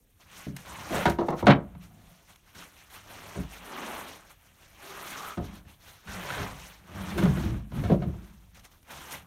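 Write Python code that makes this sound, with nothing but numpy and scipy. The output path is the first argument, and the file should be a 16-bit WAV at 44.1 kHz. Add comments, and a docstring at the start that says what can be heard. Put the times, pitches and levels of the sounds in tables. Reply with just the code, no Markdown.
"""Boards handled in an open shed

Rough boards are dragged off a pile, dropped on another and slid along a bench.
Every landing is a short chatter of contacts that rings the modes of the wood; sliding grain rasps
and drives the same modes, so the pile rumbles. Single modes sing or ring on as narrow wavering tones
and splinters tick as puffs of noise. Gloves and sawdust hiss as dense clicks; quiet outdoor air is
shaped noise."""
import sys
import numpy as np
from scipy import signal
from scipy.fft import rfft, irfft, next_fast_len
from scipy.io import wavfile
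from scipy.ndimage import uniform_filter1d, minimum_filter1d

SR = 44100
rng = np.random.default_rng(int(sys.argv[2]) if len(sys.argv) > 2 else 0)


def unload_wav(signal):
    """Save mono or channel-first audio to the path in sys.argv[1] as 16-bit WAV at rate SR, clipped to [-1, 1]."""
    wavfile.write(
        sys.argv[1],
        SR,
        np.round(np.clip(np.atleast_2d(signal).T, -1, 1) * 32767).astype(np.int16),
    )


N = 408366

# boards landing, levels relative to each other: start_s, body level_db (loudest 20 ms),
# deep_db, pile_db, knock_db and clack_db against the body, onset_s,
# chatter length_s (the contacts have faded by 40 dB)
LANDINGS = [(0.467,-39.5,3.5,11,-9,-25,.001,0.14),(0.906,-28.5,-29,0,-6,-27,0.0074,0.16),(1.055,-20.5,-5,1,7.5,2.5,0.0014,0.092),(1.081,-20.5,-12,-7,-2.5,-17,.003,0.087),(1.186,-18,-18,-6.5,-5,-16,0.0014,0.096),(1.212,-21.5,-22,-15,-5,-25,.003,0.11),(1.284,-21,-22,-4.5,0.5,-12.5,0.0013,0.13),(1.324,-23,-20,-7,-6,-34,0.0027,0.071),(1.426,-20.5,-3,-6,-6,-20,0.0011,0.094),(1.468,-12.5,-18,0.5,3,0.5,0.0012,0.043),(1.482,-9.5,-26,5,-1.5,-10,0.0022,0.071),(1.503,-20,-21,6.5,-18,1,.003,0.05),(1.552,-26.5,-12,-7,-15,-18,0.0027,0.081),(1.75,-58,-4,21.5,10,3,.001,0.018),(2.294,-65,2,-1,1.5,5.5,.004,0.071),(2.548,-57,7.5,8.5,-0.5,9,.001,0.093),(3.353,-34.5,-4,-3,-7,-15,.012,0.056),(3.373,-36.5,6.5,8,-7,-11,0.0056,0.054),(3.395,-41,1,14.5,-12,-19,.003,0.033),(3.52,-54,-8,-13,1,2.5,.004,0.056),(5.372,-29.5,-0.5,4.5,-7.5,-10,.002,0.078),(5.395,-33,4.5,4.5,-6,-28,0.0035,0.096),(5.65,-60,13,12.5,-2.5,0,.003,0.085),(6.073,-50.5,14.5,6,-5,10.5,.012,0.22),(6.302,-39.5,-6,-11,-1,10.5,0.0026,0.32),(6.376,-39.5,-11,1,3,8,.008,0.072),(6.398,-42,13,8,1,4,.005,0.044),(7.162,-46,-6,11,-10,-4,0.0065,0.11),(7.179,-25,-16,5.5,-6,-4.5,.008,0.067),(7.224,-26,-1,9,-6,-5.5,0.0036,0.084),(7.254,-26.5,-13,4.5,-3,-5,.004,0.044),(7.369,-30.5,3,5.5,-18,-6.5,.006,0.062),(7.454,-40.5,15,3,-18,-23,.004,0.088),(7.717,-41,9,7,-3,-6,.002,0.044),(7.835,-32.5,8,0,-4,-5.5,0.0076,0.093),(7.895,-18.5,-2,6,-13.5,-20.5,0.0065,0.064),(7.916,-17.5,-13,-0.5,-7.5,-27,0.0043,0.083),(8.02,-36.5,5,11,2,-4,.004,0.056),(8.057,-38.5,13,17,-16,-29,0.0033,0.062),(8.137,-46,7,0.5,-2.5,-17,.001,0.092),(8.901,-59,-15,-1.5,15.5,14,0.0011,0.073)]
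# modes of boards and pile: pitch_hz, level_db (relative), t60_s (before the limit on cycles)
WOOD_MODES = [(52.7, -12, 0.92), (73.2, 0.5, 0.28), (104.5, -0.5, 0.26), (129.6, -4.5, 0.12),
              (150, 1.5, 0.17), (180, 1.5, 0.16), (211.9, 5.5, 0.077), (278.6, -6, 0.16),
              (291, -6.5, 0.067), (340, -4, 0.25), (400, -7.5, 0.16), (466.7, 1.5, 0.035),
              (560, -3.5, 0.054), (649, 4.5, 0.021), (704.5, -12.5, 0.18), (704, -1, 0.087),
              (953, -6.5, 0.16), (1048, -6, .05), (1062, -27, .05), (1250, -8.5, 0.077),
              (1320, -7.5, 0.087), (1480, 3.5, 0.014), (1834, -12.5, .04), (1850, -12.5, .04),
              (1870, -22.5, 0.023), (2194, -4, .03), (2700, -8.5, 0.049), (2790, -8.5, .03)]
# edges between the parts of the wood, from deep thump up to crack: edge_hz
PART_EDGES_HZ = [28, 110, 300, 650, 1300, 2200, 4400]


def from_db(db):
    """dB to gain."""
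    return 10 ** (np.asarray(db) / 20)


def rms_one(x):
    """Scale to rms 1."""
    return x / np.sqrt(np.mean(x ** 2) + 1e-20)


def drift(rate_hz):
    """Slow random wander of rms 1: noise through two equal lowpasses at a 40th of the sample rate."""
    step = 40
    r = np.exp(-2 * np.pi * step * rate_hz / SR)
    noise = rng.standard_normal(N // step + 2002)
    slow = signal.lfilter([1], [1, -2 * r, r * r], noise)[2000:]  # drop the settling
    return np.interp(np.arange(N) / step, np.arange(len(slow)), rms_one(slow))


def grains(count, per_s, spread_db):
    """Random clicks of uneven size and sign, like fibres catching."""
    sizes = from_db(spread_db * np.minimum(rng.exponential(1, count), 5))
    sizes *= rng.choice([-1, 1], count)
    return sizes * (rng.random(count) < per_s / SR)


def ring(clicks, hz, t60_s):
    """Damped resonator: a unit click sets a sine of height 1 ringing."""
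    r, w = from_db(-60 / (t60_s * SR)), 2 * np.pi * hz / SR
    return signal.lfilter([0, np.sin(w)], [1, -2 * r * np.cos(w), r * r], clicks + 1e-18)


def mode(drive, k):
    """Mode k of the wood, damped so that it falls 60 dB within 60 cycles at most."""
    most_cycles = 60
    hz, level_db, t60_s = WOOD_MODES[k]
    return from_db(level_db) * (-1) ** k * ring(drive, hz, min(t60_s, most_cycles / hz))


def bandpass(x, low_hz, high_hz, order=2):
    """Butterworth band between two frequencies."""
    sos = signal.butter(order, [low_hz, high_hz], "band", fs=SR, output="sos")
    return signal.sosfilt(sos, x)


def coloured(x, spectrum, patchy_db):
    """Half-octave bands, each with its level and its own flicker; rms 1."""
    out, edges_hz = 0, 25 * 2 ** np.arange(0, 9.6, .5)
    hz, level_db = np.transpose(spectrum)
    for k, (low, high) in enumerate(zip(edges_hz, edges_hz[1:])):
        band_db = np.interp(np.log(low * high) / 2, np.log(hz), level_db)
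        gain = from_db(band_db + patchy_db * drift(22))
        out = out + (-1) ** k * gain * bandpass(x, low, high)
    return rms_one(out)


def chatters():
    """Each landing is a firm first contact and a flurry of smaller ones that holds, then dies away."""
    contacts_per_s, contact_spread_db = 2300, 3
    age_s = np.arange(SR // 3) / SR
    bursts = np.array([grains(len(age_s), contacts_per_s, contact_spread_db) for _ in LANDINGS])
    bursts[:, 0] = 4.7
    bursts *= 1 + 2.5 * np.exp(-age_s / .004)  # the first few ms hit harder
    length_s = np.array(LANDINGS)[:, -1:]
    return age_s, 1e-18 + bursts * from_db(-40 * (age_s / length_s) ** 2)


def landings():
    """Each landing shares its force among low and high parts of the wood; the low parts swell later."""
    # damped modes against ringing ones, one per part: level_db
    clatter_db = [34.1, 37.7, 36.5, 32.05, 31.5, 28.7]
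    landing_db, swell_cycles = -6, 0.57
    crack_db = -5.5  # the crack lies just under the clack
    treble_fade_db = 4  # extra fade per part above the body: later contacts are duller

    table = np.array(LANDINGS)
    age_s, bursts = chatters()
    start_s, body_db, deep_db, pile_db, knock_db, clack_db, onset_s, length_s = table.T
    onset_s, length_s = onset_s[:, None], length_s[:, None]
    offsets_db = [deep_db, pile_db, 0 * body_db, knock_db, clack_db, clack_db + crack_db]
    parts_db = body_db + np.array(offsets_db)

    part_of = np.searchsorted(PART_EDGES_HZ, np.array(WOOD_MODES)[:, 0]) - 1
    # every landing excites each mode a little differently
    strengths = from_db(rng.normal(0, 2.6, (len(LANDINGS), len(WOOD_MODES))))
    sounds = 0
    for part, (low_hz, high_hz) in enumerate(zip(PART_EDGES_HZ, PART_EDGES_HZ[1:])):
        modes_here = np.flatnonzero(part_of == part)
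        rings = sum(strengths[:, [k]] * mode(bursts, k) for k in modes_here)
        # the many close, damped modes in between pass the contacts on as a dense clatter
        clatter = bandpass(bursts, low_hz, high_hz)
        swell = 1 - np.exp(-age_s / (swell_cycles / high_hz + onset_s))
        sound = (rings + from_db(clatter_db[part]) * clatter) * swell
        sound *= from_db(-treble_fade_db * max(part - 2, 0) * np.minimum(age_s / length_s, 1.5))
        power = uniform_filter1d(sound ** 2, size=SR // 50)
        strongest = np.sqrt(power.max(axis=1, keepdims=True))
        sounds = sounds + from_db(parts_db[part, :, None]) * sound / strongest

    out = np.zeros(N + len(age_s))
    fade_out = signal.windows.tukey(2 * len(age_s), .2)[len(age_s):]
    for s, sound in zip(start_s, sounds):
        at = round(s * SR)
        out[at:at + len(age_s)] += sound * fade_out
    return from_db(landing_db) * out[:N]


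def rubbing():
    """Every rub and scuff rises, holds and falls; their powers add up to hiss, rasp and rumble in dB."""
    # boards dragged or rocking, the rough burst of a hard landing, and the pile rumbling on afterwards,
    # levels relative: start_s, rise_s, hold_s, fall_s, sawdust hiss_db, wood rasp_db, pile rumble_db
    rubs = [(0.202, .19, 0.022, 0.16, -48.5, -55.5, -55.5), (0.545, 0.14, 0.26, .1, -48, -49.5, -47),
            (0.817, 0.15, 0.047, 0.063, -39.5, -34, -37.5), (0.993, 0.025, 0.083, 0.079, -45.5, -38.5, -42),
            (1.346, 0.051, 0.011, .03, -46, -44, -40), (1.462, 0.022, .03, .04, -56, -16.5, -36),
            (1.55, 0.063, 0.16, 0.36, -95, -65, -49), (2.98, .14, 0.27, 0.19, -50.5, -50.5, -53),
            (3.46, 0.33, .16, .33, -46, -40.5, -54), (4.67, .22, 0.4, 0.13, -47.5, -49.5, -58),
            (5.381, 0.053, .14, 0.072, -61, -55.5, -41.5), (5.55, 0.044, 0.08, 0.23, -81, -76, -56),
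            (6.022, 0.097, 0.11, 0.091, -45, -43.5, -60), (6.177, 0.11, 0.14, 0.22, -43, -39, -35),
            (6.52, 0.068, 0.071, 0.23, -50, -54.5, -60), (6.8, 0.21, 0.23, .1, -49.5, -43, -35),
            (7.109, 0.094, 0.25, 0.21, -50.5, -43.5, -22.5), (7.669, 0.1, 0.16, 0.065, -52, -48, -24.5),
            (7.954, .03, 0.17, 0.31, -66, -59.5, -46), (8.101, 0.054, .1, 0.84, -74, -71.5, -51.5),
            (8.841, 0.08, .24, .1, -48.5, -49.5, -52), (9.15, .05, .1, .1, -78, -64, -56)]
    # gloves scuffing over the wood: loudest_s (moment), length_s, hiss_db (relative)
    scuffs = [(0.214, 0.1, -57), (0.59, 0.15, -52), (0.334, 0.073, -55), (0.947, 0.078, -36),
              (1.21, 0.1, -57), (1.273, 0.14, -55), (1.835, 0.12, -55), (2.091, 1, -61.5),
              (2.306, 0.15, -55.5), (2.481, 0.18, -60), (2.605, 0.24, -46.5), (2.791, 0.48, -56.5),
              (2.954, 0.21, -47.5), (3.539, 0.25, -49), (4.101, 0.28, -49), (4.307, 0.11, -54),
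              (4.25, .3, -61), (4.465, 0.6, -62.5), (4.631, 0.28, -56), (5.12, 0.61, -43), (5.45, 0.1, -54),
              (5.555, 0.099, -52), (5.697, 0.15, -55), (5.886, 0.37, -52.5), (6.659, 0.079, -66),
              (7.11, 0.18, -49), (7.384, 0.17, -46), (8.263, 0.32, -61), (8.43, 0.45, -69),
              (8.574, 0.12, -54.5), (8.652, 0.074, -51.5), (8.735, 0.18, -61), (9.129, 0.096, -39.5)]
    rise_share = 0.39  # of a scuff's length
    scuff_rasp_db, scuff_rumble_db = -6.5, -7.5  # against its hiss
    depth_db, curve = 24, 1.35  # drop at either end of a rub, and how rounded the swell is

    scuff_rubs = []
    for s, length, db in scuffs:
        rise, fall = rise_share * length, (1 - rise_share) * length
        scuff_rubs.append((s - rise, rise, 0, fall, db, db + scuff_rasp_db, db + scuff_rumble_db))
    t, power = np.arange(0, N, 40) / SR, 1e-10
    for start, rise, hold, fall, *levels_db in rubs + scuff_rubs:
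        full = start + rise
        # 0 while the rub is full, 1 at its ends
        away = np.maximum(0, np.maximum((full - t) / rise, (t - full - hold) / fall))
        power = power + from_db(np.array(levels_db)[:, None] - depth_db * away ** curve) ** 2
    return [np.interp(np.arange(N) / SR, t, 10 * np.log10(p)) for p in power]


def sliding(rasp_db, rumble_db):
    """Grain catching on grain rasps, and drives the same modes: the pile rumbles, the board hums along."""
    # colour of the rasp: pitch_hz, level_db (per Hz, relative)
    rasp_spectrum = [(120, -14), (200, 7.5), (307, 1.5), (374, -2.5), (457, 1), (866, 3), (1220, 1),
                     (4030, -12), (4850, -41.5), (6000, -33), (7800, -42.5), (13200, -120)]
    rumble_ring_db, rasp_ring_db = -38.5, -61  # drive of the pile's and the board's modes
    grain = rms_one(grains(N, 3000, 2.83))
    out = from_db(rasp_db) * coloured(grain, rasp_spectrum, patchy_db=1.6)
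    for k, (hz, _, _) in enumerate(WOOD_MODES):
        in_pile = hz < PART_EDGES_HZ[2]
        rub_db = rumble_db + rumble_ring_db if in_pile else rasp_db + rasp_ring_db
        out += mode(from_db(rub_db + 4.0 * drift(1.7)) * grain, k)
    return out


def singing():
    """Single modes sing or ring on as narrow wavering tones, after landings or while boards slide."""
    # tones, many gliding in pitch: start_s, end_s, first_hz, last_hz, width_hz,
    # level_db (rms before the swell and fade)
    tones = [(0.617, 0.912, 985, 947, 150, -49.5), (0.904, 1.034, 560, 553, 110, -33),
             (1.55, 2.225, 178, 176.8, 13, -53.5), (1.8, 2.309, 728, 670, 37, -68.5),
             (3.683, 3.98, 378, 349, 12, -51.5), (4.796, 5.112, 379, 400, 7.8, -54),
             (5.078, 5.372, 400, 420, 13, -61.5), (4.859, 5.16, 1207, 1250, 53, -51),
             (5.122, 5.376, 1196, 1290, 180, -42.5), (6.04, 6.236, 193.2, 180, 8.1, -42.5),
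             (6.36, 6.523, 209, 180, 10, -47), (6.202, 6.547, 975, 1042, 35, -49),
             (6.92, 7.11, 197.4, 186, 6.8, -41.5), (7.2, 7.345, 198.9, 120.3, 9.5, -22.5),
             (7.348, 7.576, 340, 322, 16, -40), (7.42, 7.634, 130.9, 113.3, 17, -35),
             (7.717, 7.91, 192.7, 187, 75, -38.5), (7.95, 8.153, 150, 138, 8.8, -38),
             (7.98, 8.141, 340, 342.4, 31, -44), (8.131, 8.27, 340, 327, 40, -55.5),
             (7.128, 7.322, 331, 400, 60, -35.5), (3.36, 3.48, 164.7, 150, 31, -40.5)]
    out = np.zeros(N)
    for start, end, first_hz, last_hz, width_hz, db in tones:
        at, count = round(start * SR), round((end - start) * SR)
        r = np.exp(-np.pi * width_hz / SR)
        # lowpassed noise on both quadratures wanders in height and phase
        wander = signal.lfilter([1], [1, -r], rng.standard_normal((2, SR)))
        wander = wander[:, SR // 4:SR // 4 + count]
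        phase = 2 * np.pi * np.cumsum(np.linspace(first_hz, last_hz, count)) / SR
        tone = rms_one(wander[0] * np.cos(phase) + wander[1] * np.sin(phase))
        out[at:at + count] += from_db(db) * signal.windows.tukey(count, .6) * tone
    return out


def ticks():
    """Splinters and grit tick and scuff drily: puffs of noise that start at once and stop soon."""
    # puffs: start_s, level_db (relative), length_s (faded by 40 dB)
    puffs = [(0.5646, -25.5, 0.016), (1.054, -26, 0.025), (1.0974, -21.5, 0.022), (1.304, -35, 0.013),
             (1.458, -37, 0.017), (2.359, -38.5, 0.0096), (2.5491, -39, 0.036), (2.9, -44, 0.039),
             (4.1, -47.5, 0.025), (6.236, -35, 0.014), (6.307, -44, 0.025), (6.418, -32, 0.022),
             (6.595, -38, 0.031), (7.176, -27.5, 0.058), (7.234, -28.5, 0.028), (7.838, -39.5, 0.025),
             (8.023, -49.5, 0.018), (8.546, -43.5, 0.053), (8.595, -42.5, 0.015), (8.649, -40, 0.023),
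             (8.829, -46, .01), (8.714, -48, 0.039), (8.905, -34.5, 0.043), (9.109, -30, 0.018)]
    out, age_s = np.zeros(N + SR // 5), np.arange(SR // 5) / SR
    for s, db, length in puffs:
        at = round(s * SR)
        fade_db = -40 * (age_s / length) ** 2.2
        out[at:at + len(age_s)] += from_db(db - 6 + fade_db) * rng.standard_normal(len(age_s))
    return bandpass(out[:N], 800, 6000, order=1)


def glove_and_sawdust_hiss(hiss_db):
    """Gloves and sawdust hiss: very dense small clicks, coloured and flickering, follow the rubbing."""
    # colour of the hiss: pitch_hz, level_db (per Hz, relative)
    hiss_spectrum = [(410, -61.5), (700, -3.5), (3240, -3.5), (4990, -9), (6070, 3), (7790, -11.5),
                     (12000, -11), (16000, -19.5)]
    return from_db(hiss_db + 1.5) * coloured(grains(N, 14000, 2.6), hiss_spectrum, patchy_db=3.0)


def shed(x):
    """Eight feedback delays between the walls, duller on every round."""
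    t60_s, wall_cut_hz = 0.36, 1700
    size = next_fast_len(N + SR)
    hz = np.arange(size // 2 + 1) * SR / size
    echo = 0
    for k, lag_s in enumerate(rng.uniform(0.016, .05, 8)):
        wall = from_db(-60 * lag_s / t60_s) / (1 + 1j * hz / wall_cut_hz)
        loop = wall * np.exp(-2j * np.pi * hz * lag_s)
        echo = echo + (-1) ** k * loop / (1 - loop)
    return irfft(rfft(x, size) * echo, size)[:N]


def outdoor_air():
    """Quiet air: steady noise, coloured and flickering band by band."""
    # colour of the air: pitch_hz, level_db (per Hz, relative)
    air_spectrum = [(15, -35), (25, 10), (70, 10.5), (180, -2.5), (463, -11), (1290, -21), (4870, -19.5),
                    (13600, -17), (16000, -22)]
    air_db = -62.5  # rms
    return from_db(air_db) * coloured(rng.standard_normal(N), air_spectrum, patchy_db=3)


def scene():
    """Wood with its shed echo, and dry hiss, over quiet outdoor air."""
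    shed_db = -18
    hiss_db, rasp_db, rumble_db = rubbing()
    boards = landings() + sliding(rasp_db, rumble_db) + singing() + ticks()
    echo = from_db(shed_db) * shed(boards)
    return (boards + echo + glove_and_sawdust_hiss(hiss_db) + outdoor_air())[None]


def record(dry):
    """The housing cuts a few dips in the treble, a limiter holds the peaks, the top is cut."""
    # dips of the microphone housing: pitch_hz, width_hz, level_db
    dips = [(4830, 1800, -7), (7660, 1900, -4.5), (10500, 930, -6.5)]
    ceiling, cutoff_hz = .72, 16600  # the top is 70 dB down from the cutoff up
    x = dry
    for hz, width_hz, db in dips:
        b, a = signal.iirpeak(hz, hz / width_hz, fs=SR)
        x = x - (1 - from_db(db)) * signal.lfilter(b, a, x)
    headroom = minimum_filter1d(np.minimum(1, ceiling / (np.abs(x) + 1e-9)), size=301)
    x = x * uniform_filter1d(headroom, size=151)
    return signal.sosfilt(signal.cheby2(14, 70, cutoff_hz, fs=SR, output="sos"), x)


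dry = scene()
out = record(dry)
unload_wav(out)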